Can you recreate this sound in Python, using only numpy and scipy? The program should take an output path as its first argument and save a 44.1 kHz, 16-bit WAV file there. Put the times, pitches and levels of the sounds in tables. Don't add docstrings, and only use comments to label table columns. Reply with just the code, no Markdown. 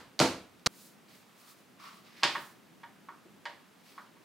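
import sys
import numpy as np
from scipy import signal
from scipy.fft import rfft, irfft, next_fast_len
from scipy.io import wavfile
from scipy.ndimage import uniform_filter1d, map_coordinates

SR = 44100
rng = np.random.default_rng(int(sys.argv[2]) if len(sys.argv) > 2 else 0)


def generate_wav(sig):
    pcm = np.round(np.clip(np.atleast_2d(sig).T, -1, 1) * 32767).astype(np.int16)
    wavfile.write(sys.argv[1], SR, pcm)


def to_linear_factor(level_db):
    exponent = np.asarray(level_db, float) / 20
    return 10 ** exponent


N = 187199
LEAD = 22050
FIBRE_DB = 1.2
SWEEP_EDGE_DB = 18

# frequency in Hz, level in dB.
DRAG = [(100, -60), (500, -56), (850, -12.5), (1130, 1.5), (1350, -2), (1700, -18), (2500, -48),
        (6000, -60)]
# delay in seconds, level in dB.
NEAR_ECHOES = [(.0064, -5.5), (0.0135, -9)]


def knocks():
    # start in seconds, corner in dB, lag of the edge in seconds, edge in dB, desk in dB.
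    blows = [
        (-.27, -5, 0.0087, 0, -16),
        (0.1911, -16, 0.0093, -11, -15),
        (.6606, -13, .006, -12.5, -15),
    ]
    # frequency in Hz, level in dB.
    corner = [(300, -7.5), (1500, -11), (3000, -11.5), (4500, 0.5), (6000, -7.5), (9000, -19.5),
              (15000, -39)]
    # frequency in Hz, level in dB.
    edge = [(60, -21), (300, -20), (600, 1.5), (950, 6), (1400, -1), (2000, -1), (3000, -4), (4200, -5.5),
            (7000, -8), (11000, -20.5), (15500, -32)]
    scene_change, fade = 0.6739, 0.0004
    out = np.zeros((2, LEAD + N))
    for start, corner_db, lag, edge_db, desk_db in blows:
        slap = to_linear_factor(corner_db) * burst(corner, t60=0.02, rise=0.00078)
        crack = to_linear_factor(edge_db) * burst(edge, t60=0.012, rise=0.00021)
        boom = to_linear_factor(desk_db - 5.5) * thud(rise=0.0041, low_hz=59.8, top_hz=2500)
        add(out, start, slap, wet_db=3.5, blur=160)
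        add(out, start + lag, crack, wet_db=3, blur=160)
        add(out, start + lag, boom, wet_db=-3.0, blur=53)
    return placed(out) * np.clip((scene_change - np.arange(N) / SR) / fade, 0, 1)


def taps():
    # start in seconds, walls in dB, firmness in dB, floor in dB, click in dB.
    nudges = [
        (2.2269, -38, 1, -55, -48),
        (2.2331, -26, 5, -26, -13),
        (2.352, -30, -0.5, -33.5, -46),
        (2.8331, -48, 3, -42.5, -57),
        (3.0867, -40.5, -7.5, -45.5, -62),
        (3.4547, -41.5, 7.5, -35.5, -37),
        (3.9792, -40.5, -6.5, -54, -60),
        (4.164, -62, 0, -60, -75),
    ]
    # frequency in Hz, level in dB, 60 dB decay in seconds.
    tray = [
        [(924, -14, 0.26), (938, -1.5, 0.18)],
        [(1074, 3, 0.042), (1130.5, 6.5, 0.044), (1305, 4.5, 0.048), (1442, -3.5, 0.11)],
        [(1644, 3, 0.072), (1850, 3, 0.045), (2015, 2.5, 0.026), (2197, -1, 0.039)],
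        [(584, -2, 0.27), (2955, -1, 0.095), (3374, 7, 0.05), (3720, -1, .03), (4200, 1.5, 0.033),
         (4900, -16, 0.017), (5170, -14, .03)],
    ]
    # frequency in Hz, level in dB.
    click = [(200, -13.5), (600, -15), (1000, 0.5), (1400, -16), (1800, -26), (2400, -2), (3300, 1),
             (4000, -4), (4800, 0), (5600, -10.5), (7000, -14), (11000, -29), (15500, -43)]
    # start in seconds, level in dB.
    thumps = [
        (2.244, -28.5),
        (2.369, -36.5),
        (3.099, -50.5),
        (3.25, -44.5),
        (3.465, -54),
        (3.988, -53),
    ]
    out = np.zeros((2, LEAD + N))
    t = np.arange(SR // 4) / SR
    for start, walls_db, firm_db, floor_db, click_db in nudges:
        rim_db = walls_db + firm_db
        frame_db = walls_db - 14 + 1.4 * firm_db
        ring = np.zeros(len(t))
        for family_db, modes in zip((floor_db, walls_db, rim_db, frame_db), tray):
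            for hz, mode_db, t60 in modes:
                ring += to_linear_factor(family_db + mode_db - 60 * t / t60) * np.sin(2 * np.pi * hz * t)
        ring *= 1 - np.exp(-t / 0.00081)
        add(out, start, to_linear_factor(-3) * echoed(ring), wet_db=-4.0, blur=26)
        for lag, db in [(0, 0)] + NEAR_ECHOES:
            snap = to_linear_factor(click_db + db - 3) * burst(click, t60=0.03, rise=0.00016)
            add(out, start + lag, snap, wet_db=-1.5, blur=53)
    for start, db in thumps:
        thump = to_linear_factor(db + 0.5) * thud(rise=0.0032, low_hz=169, top_hz=300, damped=0.48)
        add(out, start, thump, wet_db=-5.5)
    return placed(out)


def thud(rise, low_hz, top_hz, damped=1):
    # frequency in Hz, level in dB, 60 dB decay in seconds.
    desk = [(147.5, 0.5, 0.19), (202, -8, 0.21), (265.7, -11, 0.54), (331.9, -1.5, 0.31), (383.6, -1, 0.23),
            (461.4, -6.5, 0.2), (497, -10.5, 0.39), (572, -4.5, 0.16), (628, -1.5, 0.19), (695, -7.5, 0.24),
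            (794, -15, .15), (904, -4, 0.18), (1062, -8, 0.17), (1378, -5, 0.17)]
    t = np.arange(SR // 2) / SR
    boom = np.zeros(len(t))
    for hz, db, t60 in desk:
        reach = 1 / (1 + (hz / top_hz) ** 2) / (1 + (low_hz / hz) ** 4)
        decay = to_linear_factor(db - 60 * t / t60 / damped)
        boom += decay * reach * np.sin(2 * np.pi * hz * t + rng.uniform(0, 2 * np.pi))
    return boom * (1 - np.exp(-t / rise)) ** 2


def burst(spectrum, t60, rise):
    t = np.arange(SR // 4) / SR
    shape = to_linear_factor(-60 * t / t60) * (1 - np.exp(-t / rise))
    z = rfft(shape * rng.standard_normal(len(t)))
    even = z / np.sqrt(abs(uniform_filter1d(abs(z) ** 2, 160)) + 1e-20)
    colour = to_linear_factor(along(spectrum, np.fft.rfftfreq(len(t), 1 / SR)))
    puff = irfft(even * colour, len(t)) * (t < t[-1] / 2)
    return puff * np.linalg.norm(shape) / np.linalg.norm(puff)


def echoed(hit):
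    return hit + sum(to_linear_factor(db) * np.roll(hit, round(delay * SR)) for delay, db in NEAR_ECHOES)


def sheets():
    # frequency in Hz, level in dB.
    scrape_colour = [(100, -62), (700, -9.5), (1500, -6), (2000, 0), (3200, -3), (5000, -3.5), (6500, -13),
                     (10000, -20.5)]
    # frequency in Hz, level in dB.
    hiss_colour = [(1500, -35), (4000, -0.5), (6000, -1.5), (9000, -2), (13000, -4), (16000, -2.5)]
    # start in seconds, peak in dB.
    ticks = [
        (0.595, -50),
        (1.082, -55),
        (1.4805, -48),
        (3.8194, -58),
        (3.8821, -51),
        (4.0633, -53),
    ]
    drag, scrape, hiss = strokes()
    grain = unit(to_linear_factor(FIBRE_DB * (wobble(45.9) + wobble(220))))
    rubbing = grain * (drag * pair(N, DRAG) + scrape * pair(N, scrape_colour))
    out = np.pad(rubbing, ((0, 0), (LEAD, 0)))
    for start, db in ticks:
        add(out, start, to_linear_factor(db + 1.5) * burst(scrape_colour, t60=0.0094, rise=0.0013), wet_db=-1.0)
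    return out[:, LEAD:] + hiss * to_linear_factor(0.97 * wobble(52.9)) * pair(N, hiss_colour)


def strokes():
    # fastest moment in seconds, half length in seconds, tray drag in dB, scrape in dB, hiss in dB.
    sweeps = [(0.822, 0.14, -79, -75, -56), (1.175, 0.075, -83, -70, -65.5), (1.3, 0.082, -71.5, -76, -72),
              (1.42, 0.091, -70, -66, -64), (1.498, 0.052, -62, -64, -56.5), (1.58, 0.096, -76, -72, -68),
              (1.957, 0.087, -74, -69.5, -66.5), (2.068, .06, -67, -62.5, -79), (2.203, .16, -73, -57, -84),
              (2.41, 0.16, -90, -88, -56), (3.63, .08, -73, -75, -92), (3.902, 0.08, -76, -60, -63.5),
              (3.992, 0.11, -68, -65.5, -71)]
    # time to lose 20 dB in seconds, tray drag in dB, scrape in dB, hiss in dB.
    catches = [
        (.2, -89, -70, -75),
        (0.16, -76, -63, -68),
        (0.19, -52.5, -54.5, -68),
        (-0.05, -78, -71, -80),
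    ]
    catch_starts = [.7, 1.074, 1.783, 3.825]
    rise, hold = 0.15, 0.5
    t = np.arange(N) / SR
    shapes = [to_linear_factor(-SWEEP_EDGE_DB * ((t - s) / half) ** 2) for s, half, *_ in sweeps]
    for start, (fall, *_) in zip(catch_starts, catches):
        grip = np.clip((t - start) / (rise * fall), 0, 1)
        shapes.append(grip * to_linear_factor(-20 * np.clip((t - start) / fall - hold, 0, None)))
    levels_db = np.array([row[-3:] for row in sweeps + catches]).T
    return np.sqrt(to_linear_factor(levels_db) ** 2 @ np.square(shapes))


def rim_rub():
    # fastest moment in seconds, half length in seconds, level in dB.
    rub = (2.19, 0.086, -63)
    fastest, half, db = rub
    t = np.arange(N) / SR
    sweep = to_linear_factor(db - SWEEP_EDGE_DB * ((t - fastest) / half) ** 2 + FIBRE_DB * wobble(60.3))
    return sweep * pair(N, [(hz * 1.55, level) for hz, level in DRAG])


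def room_tone():
    # frequency in Hz, level in dB per Hz.
    air_colour = [(18, -70), (30, -43), (64, -25), (118, -7.5), (134, -7.5), (199, 1), (295, -3), (486, -9),
                  (937, -11.5), (1220, -12), (2170, -16), (2750, -17), (5500, -23.5), (16000, -30.5)]
    air = pair(N, air_colour)
    low = filtered(air, lambda hz: 1 / (1 + (hz / 420) ** 4))
    lumps = to_linear_factor(1.5 * wobble(3.57) + 0.39 * wobble(9.5))
    return to_linear_factor(-60) * (air - low + low * lumps)


def add(out, s, hit, wet_db, blur=0):
    # frequency in Hz, likeness from 0 to 1.
    echo_alike = [(100, 0.98), (300, 0.97), (600, 0.89), (2000, 0.82), (8000, 0.47), (15000, 0.84)]
    # frequency in Hz, 60 dB decay in seconds.
    room = [(100, 0.64), (350, 0.39), (1000, 0.4), (3000, 0.4), (6000, 0.34), (12000, 0.4)]
    hz, t, z = signal.stft(pair(SR // 2, alike=echo_alike), SR, nperseg=256)
    decay = to_linear_factor(-60 * t / along(room, hz)[:, None])
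    tail = signal.istft(z * decay, SR, nperseg=256)[1]
    tail = tail * (1 - np.exp(-np.arange(tail.shape[1]) / SR / 0.005))
    sent = hit
    if blur:
        colour = np.sqrt(abs(uniform_filter1d(abs(rfft(hit)) ** 2, blur)))
        sent = np.roll(irfft(colour, len(hit)), 128)[:256] * np.hanning(256)
    heard = to_linear_factor(wet_db) * signal.fftconvolve(sent[None], tail / np.linalg.norm(tail[0]), axes=1)
    heard[:, :len(hit)] += hit
    spot = out[:, LEAD + round(s * SR):][:, :heard.shape[1]]
    spot += heard[:, :spot.shape[1]]


def placed(x):
    # frequency in Hz, dB taken from the left and given to the right.
    rightward = [(300, 0.05), (600, 0.7), (5000, 0.97), (12000, 0.7)]

    def response(hz):
        bass_loss = (1j * hz / (1j * hz + 110)) ** 2
        return bass_loss * to_linear_factor(along(rightward, hz) * [[-1], [1]])
    return filtered(x, response)[:, LEAD:]


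def pair(size, spectrum=((1, 0),), alike=None):
    # frequency in Hz, likeness from 0 to 1.
    usual_alike = [(100, 0.51), (300, 0.58), (600, 0.45), (2000, 0.65), (8000, 0.72), (15000, 0.91)]
    likeness = usual_alike if alike is None else alike

    def shape(hz):
        turn = np.arccos(np.clip(along(likeness, hz), 0, 1)) / 2
        return to_linear_factor(along(spectrum, hz)) * [np.cos(turn), np.sin(turn)]
    mid, side = filtered(rng.standard_normal((2, size)), shape)
    return unit(np.array([mid + side, mid - side]))


def wobble(rate):
    knots = rng.standard_normal(int(N * rate / SR) + 4)
    return map_coordinates(knots, [np.arange(N) * rate / SR])


def filtered(x, response):
    m = next_fast_len(x.shape[-1] + 8192)
    return irfft(rfft(x, m) * response(np.fft.rfftfreq(m, 1 / SR)), m)[..., :x.shape[-1]]


def along(points, hz):
    f, v = np.transpose(points)
    return np.interp(np.log(hz + 1), np.log(f + 1), v)


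def unit(x):
    return x / np.sqrt(np.mean(x ** 2) + 1e-20)


def scene():
    paper = sheets() * to_linear_factor([[-0.5], [0.5]])
    air = room_tone() * to_linear_factor([[-0.3], [0.3]])
    return knocks() + taps() + paper + rim_rub() + air


def top_cut(x):
    return signal.sosfilt(signal.butter(12, 16670, fs=SR, output="sos"), x)


def record(dry):
    kept = filtered(dry, lambda hz: np.where(hz < 15830, 1, 0.02))
    return top_cut(kept)


dry = scene()
out = record(dry)
generate_wav(out)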